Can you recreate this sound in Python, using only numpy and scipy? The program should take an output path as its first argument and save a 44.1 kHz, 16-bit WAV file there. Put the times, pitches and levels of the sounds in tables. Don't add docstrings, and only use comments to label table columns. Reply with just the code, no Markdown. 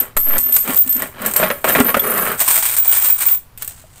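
import sys
import numpy as np
from scipy import signal
from scipy.fft import rfft, irfft
from scipy.io import wavfile
from scipy.ndimage import uniform_filter1d

SR = 44100
rng = np.random.default_rng(int(sys.argv[2]) if len(sys.argv) > 2 else 0)


def int16_out(signal):
    q = np.round(np.clip(np.atleast_2d(signal).T, -1, 1) * 32767)
    wavfile.write(sys.argv[1], SR, q.astype(np.int16))


N = 176400
LARGE, MEDIUM, SMALL = 12915, 13100, 14640


def from_db(db):
    return 10 ** (np.asarray(db) / 20)


def rms_one(x):
    return x / np.sqrt(np.mean(x ** 2) + 1e-20)


def even(x, window_s):
    return x / np.sqrt(np.abs(uniform_filter1d(x ** 2, int(window_s * SR) + 1)) + 1e-9)


def level(curve):
    times_s, db = np.vstack(curve).T
    return from_db(np.interp(np.arange(N) / SR, times_s, db, left=-120, right=-120))


def colour(x, spectrum):
    hz, db = np.transpose(spectrum)
    bins_hz = np.arange(N + 1) * SR / (2 * N)
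    gain = rms_one(from_db(np.interp(np.log(bins_hz + 1), np.log(hz), db)))
    cepstrum = irfft(np.log(gain))[:N]
    cepstrum[1:] *= 2
    return irfft(np.exp(rfft(cepstrum, 2 * N)) * rfft(x, 2 * N))[:N]


def ring(x, hz, t60_s):
    r, w = from_db(-60 / (t60_s * SR)), 2 * np.pi * hz / SR
    return signal.lfilter([0, np.sin(w)], [1, -2 * r * np.cos(w), r * r], x + 1e-18)


def ring_modes(x, modes):
    return rms_one(sum(from_db(db) * rms_one(ring(x, hz, t60_s)) for hz, db, t60_s in modes))


def ping(at_s, hz, t60_s):
    return ring(signal.unit_impulse(N, int(at_s * SR)), hz, t60_s)


def resonance(hz, width_hz):
    r = np.exp(-np.pi * width_hz / SR)
    a, b = signal.lfilter([1 - r], [1, -2 * r, r * r], rng.standard_normal((2, N)))
    phase = 2 * np.pi * np.cumsum(hz * np.ones(N)) / SR
    return even(a * np.cos(phase) + b * np.sin(phase), window_s=0.036)


def burst(t60_s):
    t = np.arange(SR // 2) / SR
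    x = rng.standard_normal(len(t)) * from_db(-60 * t / t60_s)
    return x / np.linalg.norm(x)


def contacts(per_s, spread_db, t60_s, timbres=8):
    sizes = from_db(spread_db * np.minimum(rng.exponential(1, N), 4))
    hits = sizes * (rng.random(N) < per_s / SR)
    timbre = rng.integers(0, timbres, N)
    stream = sum(signal.fftconvolve(hits * (timbre == k), burst(t60_s))[:N] for k in range(timbres))
    return even(stream, window_s=0.0346)


def blows(rows, t60_s, bounce_s, bounce_db):
    out = np.zeros(N + SR)
    for at_s, db, *_ in rows:
        for delay_s, loss_db in ((0, 0), (bounce_s * rng.uniform(.5, 1.5), bounce_db)):
            crack = burst(t60_s) * np.sqrt(.003 * SR)
            i = int((at_s + delay_s) * SR)
            out[i:i + len(crack)] += from_db(db + loss_db) * crack
    return out[:N]


def room(x, wet_db):
    tail = np.r_[np.zeros(SR // 200), burst(t60_s=0.24)]
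    return x + from_db(wet_db) * signal.fftconvolve(x, tail)[:N]


def room_hum():
    spectrum = [(25, 1), (45, -7), (75, -1), (130, -4), (200, -15), (350, -22), (1000, -20.5),
                (3000, -31.5), (8000, -37), (15000, -31)]
    return from_db(-45) * colour(rng.standard_normal(N), spectrum)


def thump(start_s=0.16, end_s=0.396, fade_s=0.012, swing_hz=2.7):
    t = np.arange(N) / SR
    gate = np.clip((t - start_s) / fade_s, 0, 1) * np.clip((end_s - t) / fade_s, 0, 1)
    return from_db(-13) * gate * np.sin(2 * np.pi * swing_hz * (t - .228))


def banknotes():
    brushing = [(3.57, -64), (3.62, -29), (3.66, -49), (3.69, -34.5), (3.76, -47), (3.80, -42),
                (3.85, -53.5), (3.92, -53), (3.98, -42), (4.0, -47)]
    paper_spectrum = [(300, -4), (1500, -0.5), (3300, 1.5), (5500, -6), (8200, 7), (11000, -6),
                      (15000, -0.5)]
    crinkle = contacts(per_s=500, spread_db=2, t60_s=0.02) * level(brushing)
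    return room(colour(crinkle, paper_spectrum), wet_db=-10)


def rolling_bank():
    rolling = [(2.021, -31), (2.045, -26.5), (2.12, -25.5), (2.32, -31.5), (2.371, -43)]  # t/s, level/dB
    # start f/Hz, end f/Hz, width/Hz, start level/dB, end level/dB
    shell_modes = [(243, 160, 30, -8.5, -9), (430, 480, 110, 0, -9), (582, 700, 220, -10, -21),
                   (1180, 1380, 240, -4.5, 5), (1666, 1600, 300, -13.5, 1.5)]
    t = np.arange(N) / SR
    span_s = (rolling[0][0], rolling[-1][0])
    shell = np.zeros(N)
    for start_hz, end_hz, width_hz, start_db, end_db in shell_modes:
        gain = from_db(np.interp(t, span_s, (start_db, end_db)))
        shell += gain * resonance(np.interp(t, span_s, (start_hz, end_hz)), width_hz)
    return level(rolling) * shell


def bank_air():
    # peak t/s, length/s, f/Hz, level/dB
    hoots = [(.01, 0.11, 265, -36), (0.285, 0.071, 265, -36), (0.482, 0.13, 255, -40),
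             (0.696, 0.061, 260.7, -21), (0.877, 0.084, 260.5, -33.5), (0.971, .06, 260.7, -30.5),
             (1.03, 0.14, 265, -37), (1.252, 0.19, 220.9, -30.5), (1.439, 0.11, 193, -27),
             (1.814, 0.21, 260, -20.5), (1.968, 0.065, 243, -24)]
    t = np.arange(N) / SR
    peaks_s, _, pitches_hz, _ = np.transpose(hoots)
    swell = sum(from_db(db) * np.cos(np.pi * np.clip((t - peak_s) / length_s, -.5, .5)) ** 2
                for peak_s, length_s, _, db in hoots)
    return swell * resonance(np.interp(t, peaks_s, pitches_hz), width_hz=44)


def coins_in_bank():
    sliding = [
        [(0.0, -26), (.14, -49), (.225, -67), (.266, -31), (.37, -20), (.412, -47), (.49, -32.5), (.6, -59.5)],
        [(.66, -26.5), (.698, -19.5), (.78, -34), (.82, -52), (.87, -37.5), (.93, -42.5), (1.028, -21.5),
         (1.112, -44), (1.264, -18.5), (1.33, -34)],
        [(1.438, -14.5), (1.49, -24), (1.632, -44.5), (1.66, -23), (1.7, -11), (1.742, -23.5), (1.76, -12.5),
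         (1.812, -19.5), (1.825, -30), (1.898, -14.5), (1.934, -31.5)],
        [(1.97, -22), (2.012, -32), (2.04, -22), (2.2, -23.5), (2.325, -19.5), (2.375, -36), (2.42, -48)],
    ]
    # t/s, level/dB, wall ring f/Hz, ring level/dB, ring t60/s
    wall_hits = [(0.167, -13.5, 1313, -16, 0.048), (.565, -26, 1488, -16, 0.027),
                 (1.021, -25, 1914, -17.5, 0.056), (1.36, -15, 1330, -30, .06),
                 (1.399, -15, 623, -10, 0.037), (1.428, -7, 632, -7.5, 0.082),
                 (1.502, -8.5, 571, -15.5, 0.21), (1.643, -7.5, 885, -16, 0.031),
                 (1.675, -19, 548, -17, 0.073), (1.751, -6, 554, -28, 0.093),
                 (1.787, -12, 415.5, -8.5, 0.13), (1.803, -4.5, 250, 0, 0.084),
                 (1.944, -6, 1266, -2, 0.034), (1.969, -16.5, 561, -4, 0.035),
                 (1.996, -35, 3390, -15.5, 0.043), (2.165, -19.5, 1270, -19, .06),
                 (2.18, -13, 1097, -14.5, 0.073), (2.265, -16.5, 1294, -20, 0.15),
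                 (3.84, -57, 635, -36, 0.055)]
    bank_spectrum = [(70, -35.5), (130, -1.5), (200, -2.5), (310, -6.5), (400, -1.5), (620, 2), (800, -7.5),
                     (1300, -1.5), (2200, -5), (3300, -14.5), (5000, -24.5), (15000, -28.5)]
    # f/Hz, level/dB, t60/s
    bank_modes = [(198, -24, 0.21), (254, -2.5, 0.24), (406, -5, 0.1), (546, -9.5, 0.17), (935, -8, 0.09),
                  (1111, 4.5, 0.13), (1280, -7, 0.29), (1414, 4, 0.05), (1970, -3.5, 0.14)]
    coin_modes = [(10600, 3.5, 0.056), (10910, 7.5, 0.094), (13000, -6.5, 0.052), (13520, 16, 0.1),
                  (14000, -10, 0.049)]
    # t/s, level/dB
    turning = [(1.2, -20), (1.38, -13), (1.5, -1.5), (1.8, -7.5), (2.12, 7), (2.3, -3), (2.42, -48)]
    slide = contacts(per_s=900, spread_db=1.5, t60_s=0.016) * level(sliding)
    knocks = blows(wall_hits, t60_s=0.04, bounce_s=.007, bounce_db=-3)
    knocks = signal.sosfilt(signal.butter(2, 300, "high", fs=SR, output="sos"), knocks)
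    drive = from_db(-2.5) * slide + from_db(-1.5) * knocks
    hollow = from_db(-10) * drive.std() * ring_modes(drive, bank_modes)
    wall = sum(from_db(db) * ping(at_s, hz, t60_s) for at_s, _, hz, db, t60_s in wall_hits)
    tumble = slide * level(turning)
    singing = from_db(-2.5) * tumble.std() * ring_modes(tumble, coin_modes)
    return room(colour(drive, bank_spectrum) + hollow + wall, wet_db=-15.5) + singing


def shaken_jar():
    shaking = [(2.38, -28), (2.41, -15), (2.456, -27), (2.48, -16), (2.58, -16.5), (2.615, -25.5),
               (2.64, -20.5), (2.74, -21.5), (2.774, -18.5), (2.815, -32), (2.86, -22.5), (2.9, -23),
               (2.93, -17), (3.01, -23), (3.065, -18.5), (3.16, -32.5), (3.215, -20), (3.35, -28),
               (3.42, -96)]
    # t/s, level/dB
    load_hits = [(2.393, -22), (2.403, -10), (2.417, -14.5), (2.479, -9), (2.505, -8), (2.558, -9.5),
                 (2.577, -14.5), (2.626, -13.5), (2.654, -12.5), (2.689, -18.5), (2.775, -17),
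                 (2.847, -23.5), (2.925, -12.5), (2.965, -14), (3.022, -24), (3.046, -14), (3.10, -17.5),
                 (3.207, -18), (3.219, -16), (3.285, -18), (3.309, -25), (3.34, -49), (3.576, -33),
                 (3.622, -22.5)]
    wall_knocks = [(2.415, 657, -17.5), (2.478, 1056, -15.5), (2.575, 680, -22), (2.857, 720, -24)]  # t/s, f/Hz, level/dB
    coin_spectrum = [(1000, -37), (5000, -14), (6800, -8.5), (8300, 1.5), (9200, -3), (10500, -14),
                     (12300, -14), (13000, 3), (13600, 6.5), (14000, -3), (15400, 0)]
    wall_spectrum = [(100, -26), (350, -13.5), (600, -9), (1000, -1.5), (1350, -4), (1900, -1.5),
                     (2400, -0.5), (2900, -3), (3600, -3), (5000, -6), (9000, -8.5)]
    clash = contacts(per_s=650, spread_db=1, t60_s=0.015) * level(shaking)
    jolts = from_db(5) * blows(load_hits, t60_s=0.024, bounce_s=0.0066, bounce_db=-1)
    coins = colour(from_db(4.5) * clash + jolts, coin_spectrum)
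    wall = colour(from_db(-6.5) * clash + from_db(-8.5) * jolts, wall_spectrum)
    hollow = sum(from_db(db) * ping(at_s, hz, t60_s=0.041) for at_s, hz, db in wall_knocks)
    return room(coins + wall + hollow, wet_db=-7.5)


def ringing_coins(mode_ratio=1.0325, attack_s=.0008, damped_t60_s=0.13, chatter_hz=70):
    # t/s, lower mode f/Hz, lower level/dB, upper level/dB, free time/s
    free_rings = [(0, LARGE, -20, -6.5, .003), (.168, LARGE, -12.5, -15, 0.19),
                  (.382, LARGE, -27, -10, 0.12), (.525, LARGE, -25, -4, 0.037),
                  (.58, LARGE, -16, -11, 0.048), (.764, SMALL, -3, -11, 0.0086), (.786, SMALL, -2, -2, .02),
                  (.892, LARGE, -12, -6, 0.019), (.926, LARGE, -25, -9, 0.042),
                  (1.362, LARGE, -22, -16.5, 0.065), (1.69, MEDIUM, -14, -13.5, 0.034),
                  (1.845, MEDIUM, -12, -12, 0.053), (1.994, LARGE, -35, -5.5, 0.0033),
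                  (2.11, MEDIUM, -18, -15, .01), (2.195, MEDIUM, -12, -14, .012),
                  (2.782, SMALL, -19, -1, .002), (2.797, SMALL, -13, -2, 0.022),
                  (2.876, SMALL, -22, -3.5, 0.039), (2.97, SMALL, -10, -6.5, 0.019),
                  (3.022, SMALL, -11, -16, 0.06), (3.098, SMALL, -8, -3.5, 0.035),
                  (3.263, SMALL, -7, -5, 0.018), (3.31, SMALL, -5.5, -6, .03)]
    out = np.zeros(N)
    for at_s, lower_hz, lower_db, upper_db, free_s in free_rings:
        i = int(at_s * SR)
        t = np.arange(min(N - i, SR // 2)) / SR
        damping = from_db(-60 * np.maximum(t - free_s, 0) / damped_t60_s)
        envelope = (1 - np.exp(-t / attack_s)) * damping
        for hz, db in ((lower_hz, lower_db), (lower_hz * mode_ratio, upper_db)):
            spin_hz = 25.6 * rng.uniform(0.47, 1.42)
            waver = 1 + 0.33 * np.cos(2 * np.pi * spin_hz * t)
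            out[i:i + len(t)] += from_db(db) * envelope * waver * np.sin(2 * np.pi * hz * t)
    lowpass = signal.butter(2, chatter_hz, fs=SR, output="sos")
    chatter_db = 2 * rms_one(signal.sosfilt(lowpass, rng.standard_normal(N)))
    return out * from_db(chatter_db - 3)


def falling_coins():
    jostling = [
        [(0.0, -18), (0.155, -80), (0.175, -31.5), (0.596, -29.5), (0.75, -17.5)],
        [(0.75, -31), (1.03, -28), (1.158, -53), (1.27, -21.5), (1.62, -40.5)],
        [(1.635, -41), (1.65, -22.5), (1.81, -22.5), (1.824, -32.5), (2.28, -23), (2.38, -31.5)],
    ]
    pile_hits = [(.167, -11.5), (.173, -7.5), (.382, -4), (.524, -12), (.541, -11.5), (.551, -10),
                 (.564, -3.5), (.568, -5), (.585, -22), (.759, -15), (.775, -9), (.876, -15), (.893, -21),
                 (.926, -14.5), (.966, -15.5), (1.021, -13.5), (1.218, -19), (1.261, -8), (1.266, -14),
                 (1.337, -11), (1.362, 2), (1.643, -15), (1.69, -8), (1.802, -5.5), (1.97, -15.5),
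                 (2.178, -14), (3.647, -22), (3.677, -17), (3.694, -37)]
    coin_spectrum = [(300, -17), (1500, -15.5), (3500, -14.5), (5500, -17), (7000, -9.5), (8300, 2.5),
                     (9700, -7), (12200, -9), (13300, 9), (14200, -4.5), (15400, 2)]
    jostle = from_db(2.5) * contacts(per_s=280, spread_db=5, t60_s=0.066) * level(jostling)
    clinks = from_db(2) * blows(pile_hits, t60_s=0.014, bounce_s=0.0037, bounce_db=-4.5)
    return room(colour(jostle + clinks, coin_spectrum), wet_db=-7.5)


def scene():
    background = room_hum() + thump()
    bank = coins_in_bank() + bank_air() + rolling_bank()
    coins = falling_coins() + ringing_coins() + shaken_jar()
    return (background + bank + coins + banknotes())[None]


def record(dry):
    ceiling, cutoff_hz = .8, 15550
    oversampled = signal.resample_poly(dry, 4, 1, axis=-1)
    clipped = oversampled / (1 + (oversampled / ceiling) ** 6) ** (1 / 6)
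    lowpass = signal.ellip(12, .2, 80, cutoff_hz, fs=SR, output="sos")
    return signal.sosfilt(lowpass, signal.resample_poly(clipped, 1, 4, axis=-1))


dry = scene()
out = record(dry)
int16_out(out)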